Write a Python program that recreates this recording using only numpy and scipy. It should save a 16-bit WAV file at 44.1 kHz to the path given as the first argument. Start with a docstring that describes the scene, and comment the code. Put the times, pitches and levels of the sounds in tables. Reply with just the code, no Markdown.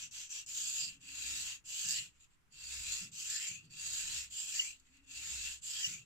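"""A small knife is pushed and pulled along a wet whetstone: gritty noise, split into bright hiss and lower rasp.
Blade resonances glide through the noise as the contact slides, and brief falling tones squeak at two moments.
The bench below sways, judders and thuds as filtered noise; a faint low drone swells twice.
Decaying stereo noise answers the knife as bench and walls, over the still air of a quiet workshop."""
import sys
import numpy as np
from scipy import signal
from scipy.fft import rfft, irfft, next_fast_len
from scipy.io import wavfile
from scipy.ndimage import uniform_filter1d

SR = 44100
rng = np.random.default_rng(int(sys.argv[2]) if len(sys.argv) > 2 else 0)


def wrap_up_sound(samples):
    """Save the sound to the file named by the first command line argument, as 16-bit audio."""
    columns = np.atleast_2d(samples).T
    # keep every value between -1 and 1, then stretch to whole-number steps
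    tamed = np.clip(columns, -1, 1)
    steps = np.round(tamed * 32767).astype(np.int16)
    wavfile.write(sys.argv[1], SR, steps)


N = 266805
TIME = np.arange(N) / SR


def amp(db):
    """Decibels to gain."""
    return 10 ** (np.asarray(db) / 20)


def unit(x):
    """Scale to rms 1."""
    return x / np.sqrt(np.mean(x ** 2) + 1e-20)


def along(points, hz, axis=1):
    """Read one column of a (f/Hz, ..) table on a log-frequency axis."""
    table = np.transpose(points)
    return np.interp(np.log(hz + 1), np.log(table[0] + 1), table[axis])


def wobble(rate):
    """A random curve of rms 1, with rate knots a second."""
    knots = rng.standard_normal(int(N * rate / SR) + 4)
    return unit(np.interp(TIME * rate, np.arange(len(knots)), knots))


def filtered(x, response):
    """Multiply the spectrum of x by a response that is a function of frequency."""
    size = next_fast_len(N + 4096, real=True)
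    spectrum = rfft(x, size) * response(np.fft.rfftfreq(size, 1 / SR))
    return irfft(spectrum, size)[..., :N]


def coloured(x, spectrum):
    """Shape x by (f/Hz, level/dB) points."""
    return filtered(x, lambda hz: amp(along(spectrum, hz)))


def rumble(spectrum, width):
    """Coloured stereo noise of rms 1; width is the share of the side signal."""
    mid, side = coloured(rng.standard_normal((2, N)), spectrum)
    return unit(np.array([mid + width * side, mid - width * side]))


def murmur(hz, width_hz):
    """A narrow band of noise of rms 1."""
    return unit(filtered(rng.standard_normal(N), lambda f: 1 / (1 + ((f - hz) / width_hz) ** 4)))


# colour of the still workshop: (f/Hz, relative level/dB)
AIR_COLOUR = [(25, 11), (65, -17), (150, -14.5), (300, -11), (600, -20), (1300, -11), (2700, -15.5),
              (4000, -23.5), (7500, -22), (10000, -27), (15000, -32)]


def still_air():
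    """The still workshop is wide, steady noise."""
    return amp(-73.0) * rumble(AIR_COLOUR, width=0.94)


# swells of the low drone: (centre t/s, half length/s, level/dB)
DRONE_SWELLS = [(1.14, 0.37, -75), (5.104, .45, -78)]


def drone():
    """A faint low drone, a narrow band of noise, comes and goes."""
    swell = sum(amp(db) * np.exp(-((TIME - centre) / half) ** 2) for centre, half, db in DRONE_SWELLS)
    return swell * murmur(hz=269, width_hz=25)


# bench sway under resting hands, and what the height of a push adds
SWAY_REST_DB, SWAY_PUSH_DB = -78, -61.5
# holder judder at rest, and what full sliding speed and the height of a push add
JUDDER_REST_DB, JUDDER_SLIDE_DB, JUDDER_PUSH_DB = -83, -80, -77.5
# where in a push the hands lean hardest, and for how long (shares of the stroke)
LEAN_AT, LEAN_WIDTH = 0.56, 0.24
# each jolt is a narrow thud and a broad rattle, trimmed separately
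JOLT_RISE_S, THUD_WIDTH_HZ, THUD_DB, JOLT_RATTLE_DB = 0.018, 45, -2.5, -4
# colour of the bench top swaying: (f/Hz, relative level/dB)
SWAY_COLOUR = [(20, -18.5), (50, -19.5), (64, -3.5), (80, -18), (130, -39.5), (400, -90)]
# colour of the stone holder juddering: (f/Hz, relative level/dB)
JUDDER_COLOUR = [(50, -32.5), (100, 3.5), (165, 0.5), (230, -8), (300, -10), (420, -19), (560, -26),
                 (1500, -56)]
# the stone holder jolts on the bench: (t/s, level/dB before rise and trims, decay time/s, thud f/Hz)
HOLDER_JOLTS = [(0, -65.5, 0.11, 69.6), (.8, -66, 0.2, 172), (1.36, -74, 0.03, 64),
                (1.845, -54, 0.048, 146), (1.98, -62, 0.055, 131), (2.68, -72, 0.025, 69.6),
                (3.009, -52, 0.058, 160), (3.489, -61, .1, 150), (3.62, -62, 0.1, 120),
                (3.8, -79, 0.11, 64), (4.08, -63, 0.05, 100), (5.866, -55, 0.089, 150)]


def bench():
    """The bench top sways as the hands lean into each push; the stone holder judders and jolts on it."""
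    lean = np.zeros(N)
    for start, end, *_ in PUSH_STROKES:
        share = (TIME - start) / (end - start)
        lean += np.exp(-((share - LEAN_AT) / LEAN_WIDTH) ** 2)
    sliding = sum(speed(progress(start, end), PULL_RUN) for start, end, *_ in PULL_STROKES + PUSH_STROKES)
    sway = amp(SWAY_REST_DB) + amp(SWAY_PUSH_DB) * lean
    judder = amp(JUDDER_REST_DB) + amp(JUDDER_SLIDE_DB) * sliding + amp(JUDDER_PUSH_DB) * lean
    thuds = np.zeros(N)
    for s, db, decay, hz in HOLDER_JOLTS:
        age = np.maximum(TIME - s, 0)
        jolt = amp(db) * (1 - np.exp(-age / JOLT_RISE_S)) * np.exp(-age / decay)
        judder = judder + amp(JOLT_RATTLE_DB) * jolt
        thuds += amp(THUD_DB) * jolt * murmur(hz, THUD_WIDTH_HZ)
    swaying = sway * rumble(SWAY_COLOUR, width=0.087)
    juddering = judder * rumble(JUDDER_COLOUR, width=0.34)
    return swaying + juddering + thuds


def tail(t60, size):
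    """A stereo noise decay of energy 1 a side; t60 is a function of frequency."""
    hz, t, cells = signal.stft(rng.standard_normal((2, size)), SR, nperseg=128)
    fade = amp(-60 * t / t60(hz)[:, None])
    decay = signal.istft(cells * fade, SR, nperseg=128)[1]
    return decay / np.linalg.norm(decay, axis=1, keepdims=True)


def echo(x, response):
    """Send x through a stereo impulse response."""
    return signal.fftconvolve(np.atleast_2d(x), response, axes=1)[:, :N]


# decay of the walls' answer: (f/Hz, t60/s)
WALL_DECAY = [(200, 0.21), (3000, 0.07), (12000, 0.11)]


def room(knife):
    """Things standing on the bench answer at once and comb the spectrum; the walls answer faintly."""
    near = amp(-4.0) * tail(lambda hz: np.full_like(hz, .08), size=SR // 3)
    walls = amp(-18.0) * tail(lambda hz: along(WALL_DECAY, hz), size=SR // 3)
    return echo(knife, near + walls)


# the two microphones: (f/Hz, left-right correlation before the closeness factor, left-right level/dB)
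MIC_PORTS = [(570, -0.51, -0.5), (1430, 0.71, -2.5), (1840, -0.28, -7.5), (2240, -0.038, 5.5),
             (2682, -0.023, 3.5), (2780, -0.3, 4.5), (3100, -0.035, 3.5), (4080, -0.37, -5),
             (5270, 0.35, -0.5), (6130, 0.35, 7), (6970, -0.17, 5), (7470, 0.67, -1.5), (7620, 0.044, -6),
             (11500, -0.056, 1)]


def microphones(paths, closeness):
    """Both ports share the direct sound, in or out of phase; each gets its own scatter from hands and bench."""
    def alike(hz):
        return np.clip(closeness * along(MIC_PORTS, hz), -.95, .95)

    def shared(hz):
        sides = np.array([np.ones_like(hz), np.sign(alike(hz))])
        return np.sqrt(abs(alike(hz))) * sides

    direct = filtered(paths[0], shared)
    scattered = filtered(paths[1:], lambda hz: np.sqrt(1 - abs(alike(hz))))
    return filtered(direct + scattered, lambda hz: amp(np.outer([.5, -.5], along(MIC_PORTS, hz, axis=2))))


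# the grit unsettles a squeak's pitch and level
SQUEAK_WAVER_HZ, SQUEAK_FLUTTER_DB = 45, 2.5
# stick-slip squeaks, before waver and flutter:
# (centre t/s, half length/s, f/Hz at centre, fall/Hz per s, peak level/dB, octave level/dB relative)
STICK_SLIPS = [(4.599, 0.006, 2920, 20000, -24.5, -23), (4.622, .011, 2950, 3000, -39, -14),
               (5.836, 0.005, 3070, 6000, -31, -8), (5.8495, .0065, 2900, 22000, -22.5, -12),
               (5.865, .007, 2980, 5000, -35, -9)]


def squeaks(right_db):
    """The edge locks into a brief falling tone, which reaches the two ports in opposite phase."""
    out = np.zeros(N)
    waver = SQUEAK_WAVER_HZ * wobble(400)
    flutter = amp(SQUEAK_FLUTTER_DB * wobble(300))
    for centre, half, hz, fall, db, octave_db in STICK_SLIPS:
        on = abs(TIME - centre) < 4 * half
        t = TIME[on] - centre
        phase = 2 * np.pi * np.cumsum(hz - fall * t + waver[on]) / SR
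        tone = np.sin(phase) + amp(octave_db) * np.sin(2 * phase)
        out[on] += amp(db) * flutter[on] * np.exp(-(t / half) ** 2) * tone
    return np.array([out, -amp(right_db) * out])


def grit(rate, size_db, slurry_db, chatter_db, lurch_db):
    """Uneven grains over smooth slurry, gripping and slipping, sent along three paths: direct, left, right."""
    hit = rng.random(N) < rate / SR  # rate in grains per second
    size = amp(size_db * np.minimum(rng.exponential(size=N), 4))
    grains = unit(hit * size * rng.standard_normal((3, N)))
    slurry = amp(slurry_db) * rng.standard_normal((3, N))
    grip = amp(chatter_db * wobble(420) + lurch_db * wobble(67))
    return unit((grains + slurry) * grip)


def resonate(x, hz, width_hz):
    """A one-pole resonance of peak gain 1 whose centre hz may move from sample to sample."""
    carrier = np.exp(2j * np.pi * np.cumsum(hz) / SR)
    pole = np.exp(-np.pi * abs(width_hz) / SR)
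    smoothed = signal.lfilter([1 - pole], [1, -pole], x / carrier)
    return 2 * (smoothed * carrier).real


RUB_WIDTH_HZ = 290  # a rub barely moves the contact, so its resonance stays put
# resonances of every push: (from share of the stroke, to share, start f/Hz, end f/Hz, width/Hz, boost/dB)
PUSH_RINGS = [(-.15, 0.3, 4550, 4700, 300, 4), (0.5, 0.88, 3800, 5200, 800, 2),
              (-.2, .3, 2700, 2700, 130, 9), (.3, 1, 2660, 2720, 150, 2)]
# the blade rings as it bites into every pull: (from share, to share, start f/Hz, end f/Hz, width/Hz, boost/dB)
PULL_RINGS = [(-0.29, 0.44, 2700, 3400, 330, 5)]
# resonances that swell, glide and fade as the contact travels along the edge;
# negative boost is a dip where the fingers damp the steel:
# (start t/s, end t/s, start f/Hz, end f/Hz, width/Hz, boost/dB)
EDGE_GLIDES = [(.3, .64, 5900, 6150, 200, 9), (.58, .8, 6300, 7000, 450, 7), (.76, .84, 6950, 6900, 500, 5),
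               (.77, .9, 4950, 4830, 320, 16.5), (.66, .98, 2850, 2700, 450, 4.5),
               (1.6, 1.85, 2920, 3150, 300, 2.5), (1.64, 1.86, 6000, 6350, 250, 6.5),
               (1.8, 2.1, 1620, 2420, 240, 11.5), (1.84, 2, 5050, 4300, 600, 8.5),
               (1.94, 2.04, 3050, 2800, 300, 9.5), (1, 1.5, 2730, 2720, 301, 3.5),
               (2.42, 2.7, 4650, 4640, 261, 6), (2.82, 2.96, 3900, 4500, 700, 2.5),
               (2.86, 2.93, 2700, 2700, 200, 6), (3.04, 3.22, 5980, 6050, 200, 10.5),
               (3.25, 3.63, 1680, 2800, 230, 15), (3.29, 3.39, 4900, 4500, 900, 7.5),
               (3.37, 3.48, 3100, 3040, 221, 7.5), (3.38, 3.62, 3900, 3700, 800, -1),
               (3.4, 3.62, 5800, 6750, 450, 10.5), (3.98, 4.26, 2710, 2780, 500, 3),
               (4.08, 4.25, 4330, 5240, 890, 2.5), (5.37, 5.53, 2660, 2820, 350, 7),
               (5.56, 5.72, 7700, 7300, 896, 6), (4.46, 4.78, 1650, 2950, 212, 12.5),
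               (4.5, 4.72, 5400, 6450, 450, 7.5), (4.53, 4.63, 4600, 4400, 300, 11),
               (4.57, 4.72, 3850, 3650, 700, -12.5), (5.66, 5.96, 5250, 6000, 400, 9),
               (5.72, 5.83, 3260, 3200, 200, 10.5), (5.74, 6.05, 1700, 2800, 210, 14),
               (5.81, 5.88, 6100, 5500, 500, 8), (5.8, 6.02, 4200, 3900, 1000, -6.5),
               (5.91, 6.05, 6750, 6600, 400, 6)]


def glides():
    """Collect the resonances of every stroke as (start t/s, end t/s, start f/Hz, end f/Hz, width/Hz, boost/dB)."""
    rows = [(start, end, hz, hz, RUB_WIDTH_HZ, db) for start, end, _, hz, db in SHORT_RUBS]
    for table, shared in ((PUSH_STROKES, PUSH_RINGS), (PULL_STROKES, PULL_RINGS)):
        for start, end, *_ in table:
            length = end - start
            rows += [(start + a * length, start + b * length, *ring) for a, b, *ring in shared]
    return rows + list(EDGE_GLIDES)


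GLIDE_BEND = 1.63  # a glide starts slowly and hurries toward its end: the power of time that it follows
# standing resonances of knife and stone holder, before drift: (f/Hz, width/Hz, level/dB relative to the grit)
STEADY_RINGS = [(2700, 140, -28), (6870, 250, -23), (7640, 250, -24)]


def blade(force, drift):
    """Some resonances only drift with finger pressure; others glide as the free length of steel changes."""
    out = force.copy()
    stiffness = 1 + drift * wobble(5.6)
    for hz, width, db in STEADY_RINGS:
        out += amp(db) * unit(resonate(force, hz * stiffness, width))
    for start, end, from_hz, to_hz, width, db in glides():
        on = slice(max(0, round(start * SR)), min(N, round(end * SR)))
        travel = np.linspace(0, 1, on.stop - on.start) ** GLIDE_BEND
        ring = resonate(out[:, on], from_hz + (to_hz - from_hz) * travel, width)
        swell = np.sqrt(abs(np.sin(np.pi * travel)))
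        out[:, on] += (amp(db) - 1) * swell * ring
    return out


def shifting(x, depth_db):
    """As knife and fingers travel, random patches of the spectrum swell and sink."""
    cells = signal.stft(x, nperseg=512)[2]
    field = rng.standard_normal(cells.shape[1:])
    field = uniform_filter1d(field, size=4, axis=0)  # smooth over frequency
    field = uniform_filter1d(field, size=16, axis=1)  # smooth over time
    return unit(signal.istft(cells * amp(depth_db * unit(field)), nperseg=512)[1][:, :N])


def scrape(steel, colour, hiss_gain, rasp_gain, split_hz):
    """A bright hiss from the edge and a lower rasp from the body of the blade."""
    sound = coloured(steel, colour)
    rasp = filtered(sound, lambda hz: 1 / (1 + (hz / split_hz) ** 12))
    return hiss_gain * unit(sound - rasp) + rasp_gain * unit(rasp)


# the edge touches down or catches on coarse grit: (t/s, level/dB before a shared trim and smoothing)
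GRIT_CATCHES = [(0.111, -37), (0.4628, -25.5), (0.5465, -25), (0.577, -19), (0.5835, -28), (0.6729, -23),
                (0.7994, -26), (1.655, -39), (1.7923, -24), (1.8094, -25), (1.8868, -13.5), (1.9078, -12.5),
                (2.208, -52), (2.243, -43), (2.523, -39.5), (2.92, -21), (2.939, -21), (3.1168, -34.5),
                (3.132, -39), (3.221, -21), (3.3, -13.5), (3.653, -42), (3.7074, -46), (4.3002, -41),
                (4.798, -39), (4.869, -57), (4.969, -38), (5.632, -43), (5.643, -34)]


def catches(life, level_db):
    """Each catch is a few milliseconds of harder grinding that dies away exponentially."""
    blows = np.zeros(N)
    for s, db in GRIT_CATCHES:
        blows[round(s * SR)] = amp(db + level_db)
    return signal.lfilter([1], [1, -np.exp(-1 / (life * SR))], blows)


def progress(start, end):
    """How much of a stroke is done, 0 to 1."""
    return np.clip((TIME - start) / (end - start), 0, 1)


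def speed(done, motion):
    """The edge breaks away with a jerk; the hand speeds up, runs evenly and slows to the turn."""
    jerk, rise, fall = motion[:3]
    rising = jerk + (1 - jerk) * np.sin(np.pi / 2 * np.minimum(done / rise, 1))
    falling = np.sin(np.pi / 2 * np.minimum((1 - done) / fall, 1))
    return (done > 0) * rising * falling


GRIND_POWER = 3.26  # hiss grows as this power of the speed, since the hand presses harder as it goes faster
FULL_DB, DULLING = -42, 0.11  # a lighter touch is duller: dB of extra rasp for each dB under a full stroke
# the pull eases as it reaches the tip: by how much, where and how gradually (shares of the stroke)
TIP_FADE_DB, TIP_AT, TIP_BLEND = -1, 0.24, 0.031


def effort(motion, bite_s, start, end, db, swell_db=0, tip=0):
    """Gains of hiss and rasp for one stroke; both follow the speed once the edge has taken hold."""
    gains = np.zeros((2, N))
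    first_db, last_db = motion[3:]
    on = (TIME > start) & (TIME < end)
    done = progress(start, end)[on]
    hold = 1 - np.exp((start - TIME[on]) / bite_s)
    at_tip = tip / (1 + np.exp((TIP_AT - done) / TIP_BLEND))
    pressure_db = db + swell_db * (done - .5) + TIP_FADE_DB * at_tip
    hiss_db = pressure_db + GRIND_POWER * 20 * np.log10(abs(speed(done, motion)) + 1e-6)
    balance_db = first_db + (last_db - first_db) * done
    rasp_db = hiss_db + balance_db + DULLING * (FULL_DB - hiss_db)
    gains[:, on] = hold * amp([hiss_db, rasp_db])
    return gains


BITE_S, CREEP_S = 0.027, 0.014  # how fast the edge takes hold: in pulls and rubs, in pushes
# how each kind of stroke runs: (share of full speed at breakaway, share of the stroke spent speeding up,
# share spent slowing down, rasp level/dB relative to the hiss at the start, same at the end; before dulling)
PUSH_RUN = (0.44, 0.4261, 0.278, -8, -7.5)
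PULL_RUN = (0.8037, 0.2832, 0.4952, -9.5, -4.5)
RUB_RUN = (0.7456, 0, 0.7043, -5, -1)
# colour of the scrape going out: (f/Hz, relative level/dB)
AWAY_COLOUR = [(200, -26), (780, -28.5), (1250, -19.5), (2300, -9), (2850, -5), (3450, -5.5), (4800, -3.5),
               (5700, -6), (6900, 2.5), (8050, -0.5), (8450, -14), (9800, -27.5), (10800, -17.5),
               (15000, -20)]
# colour of the scrape coming back: (f/Hz, relative level/dB)
BACK_COLOUR = [(200, -35), (720, -36.5), (1250, -27), (2150, -19.5), (2800, -7), (3450, -12), (4800, -5.5),
               (5700, -9.5), (6900, 0), (7450, 2.5), (8050, -3), (8450, -15), (9800, -31.5), (10800, -19),
               (15000, -20.5)]
# stroke levels below are at full speed, before a trim for each direction
# short rubs, and faint nudges while the knife is reset:
# (start t/s, end t/s, level/dB, resonance f/Hz, boost/dB)
SHORT_RUBS = [(-.08, 0.13, -43, 5950, 16.5), (.108, 0.34, -45, 5990, 14.5),
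              (0.289, 0.488, -43.5, 5700, 9.5), (2.105, 2.253, -74.5, 7060, 6),
              (2.191, 2.297, -64.5, 2700, 3.5), (2.28, 2.398, -75.5, 7650, 8), (3.6, 3.732, -68, 4650, 8.5),
              (4.72, 5.197, -75, 2700, -0.5), (4.84, 4.91, -76, 2000, 13.5),
              (4.905, 5.032, -70, 1980, 15.5), (5.02, 5.105, -70.5, 2720, 1)]
# the knife is pulled back: (start t/s, end t/s, level/dB, swell from start to end/dB,
# part of the edge worked: 0 heel to 1 tip)
PULL_STROKES = [(0.46, 1.036, -39.5, 0, 0.08), (1.639, 2.151, -38, 9.5, 0.51),
                (3.112, 3.674, -39.5, 3, 0.8), (4.298, 4.83, -39.5, -0.5, 0.56),
                (5.612, 6.093, -40.5, 0, 0.69)]
# the knife is pushed away along the stone: (start t/s, end t/s, level/dB, swell from start to end/dB)
PUSH_STROKES = [(0.996, 1.639, -40, 2.5), (2.503, 3.139, -40.5, 9.5), (3.693, 4.343, -39.5, -2.5),
                (5.06, 5.637, -40.5, -1.5)]


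def strokes(steel, push_db, pull_db, unsteady_db):
    """Pushing and pulling share the grit but colour it differently; the hand's pressure is never quite even."""
    push = amp(push_db) * sum(effort(PUSH_RUN, CREEP_S, *row) for row in PUSH_STROKES)
    pull = amp(pull_db) * sum(effort(PULL_RUN, BITE_S, *row) for row in PULL_STROKES)
    pull = pull + amp(pull_db) * sum(effort(RUB_RUN, BITE_S, *row[:3]) for row in SHORT_RUBS)
    caught = uniform_filter1d(catches(life=0.0041, level_db=-21.5), size=32)
    away = scrape(steel, AWAY_COLOUR, push[0], push[1], split_hz=3510)
    back = scrape(steel, BACK_COLOUR, pull[0] + caught, pull[1], split_hz=3820)
    return amp(unsteady_db * wobble(16)) * (away + back)


def knife_on_stone():
    """Grit drives the blade, the microphones spread it, and the strokes set its level and colour."""
    force = grit(rate=5000, size_db=2.0, slurry_db=-0.5, chatter_db=0.4, lurch_db=0.77)
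    ringing = shifting(blade(force, drift=0.0065), depth_db=2.0)
    steel = microphones(ringing, closeness=1.52)
    return strokes(steel, push_db=-0.96, pull_db=-0.92, unsteady_db=0.49)


def scene():
    """Knife on stone with its squeaks, the room's answer, the bench, the drone and the still air."""
    knife = knife_on_stone()
    return knife + room(knife) + squeaks(right_db=-1.5) + still_air() + bench() + drone()


def record(dry):
    """The top end rolls off steeply at the band limit."""
    top_hz = 15550
    return filtered(dry, lambda hz: 1 / (1 + (hz / top_hz) ** 200))


dry = scene()
out = record(dry)
wrap_up_sound(out)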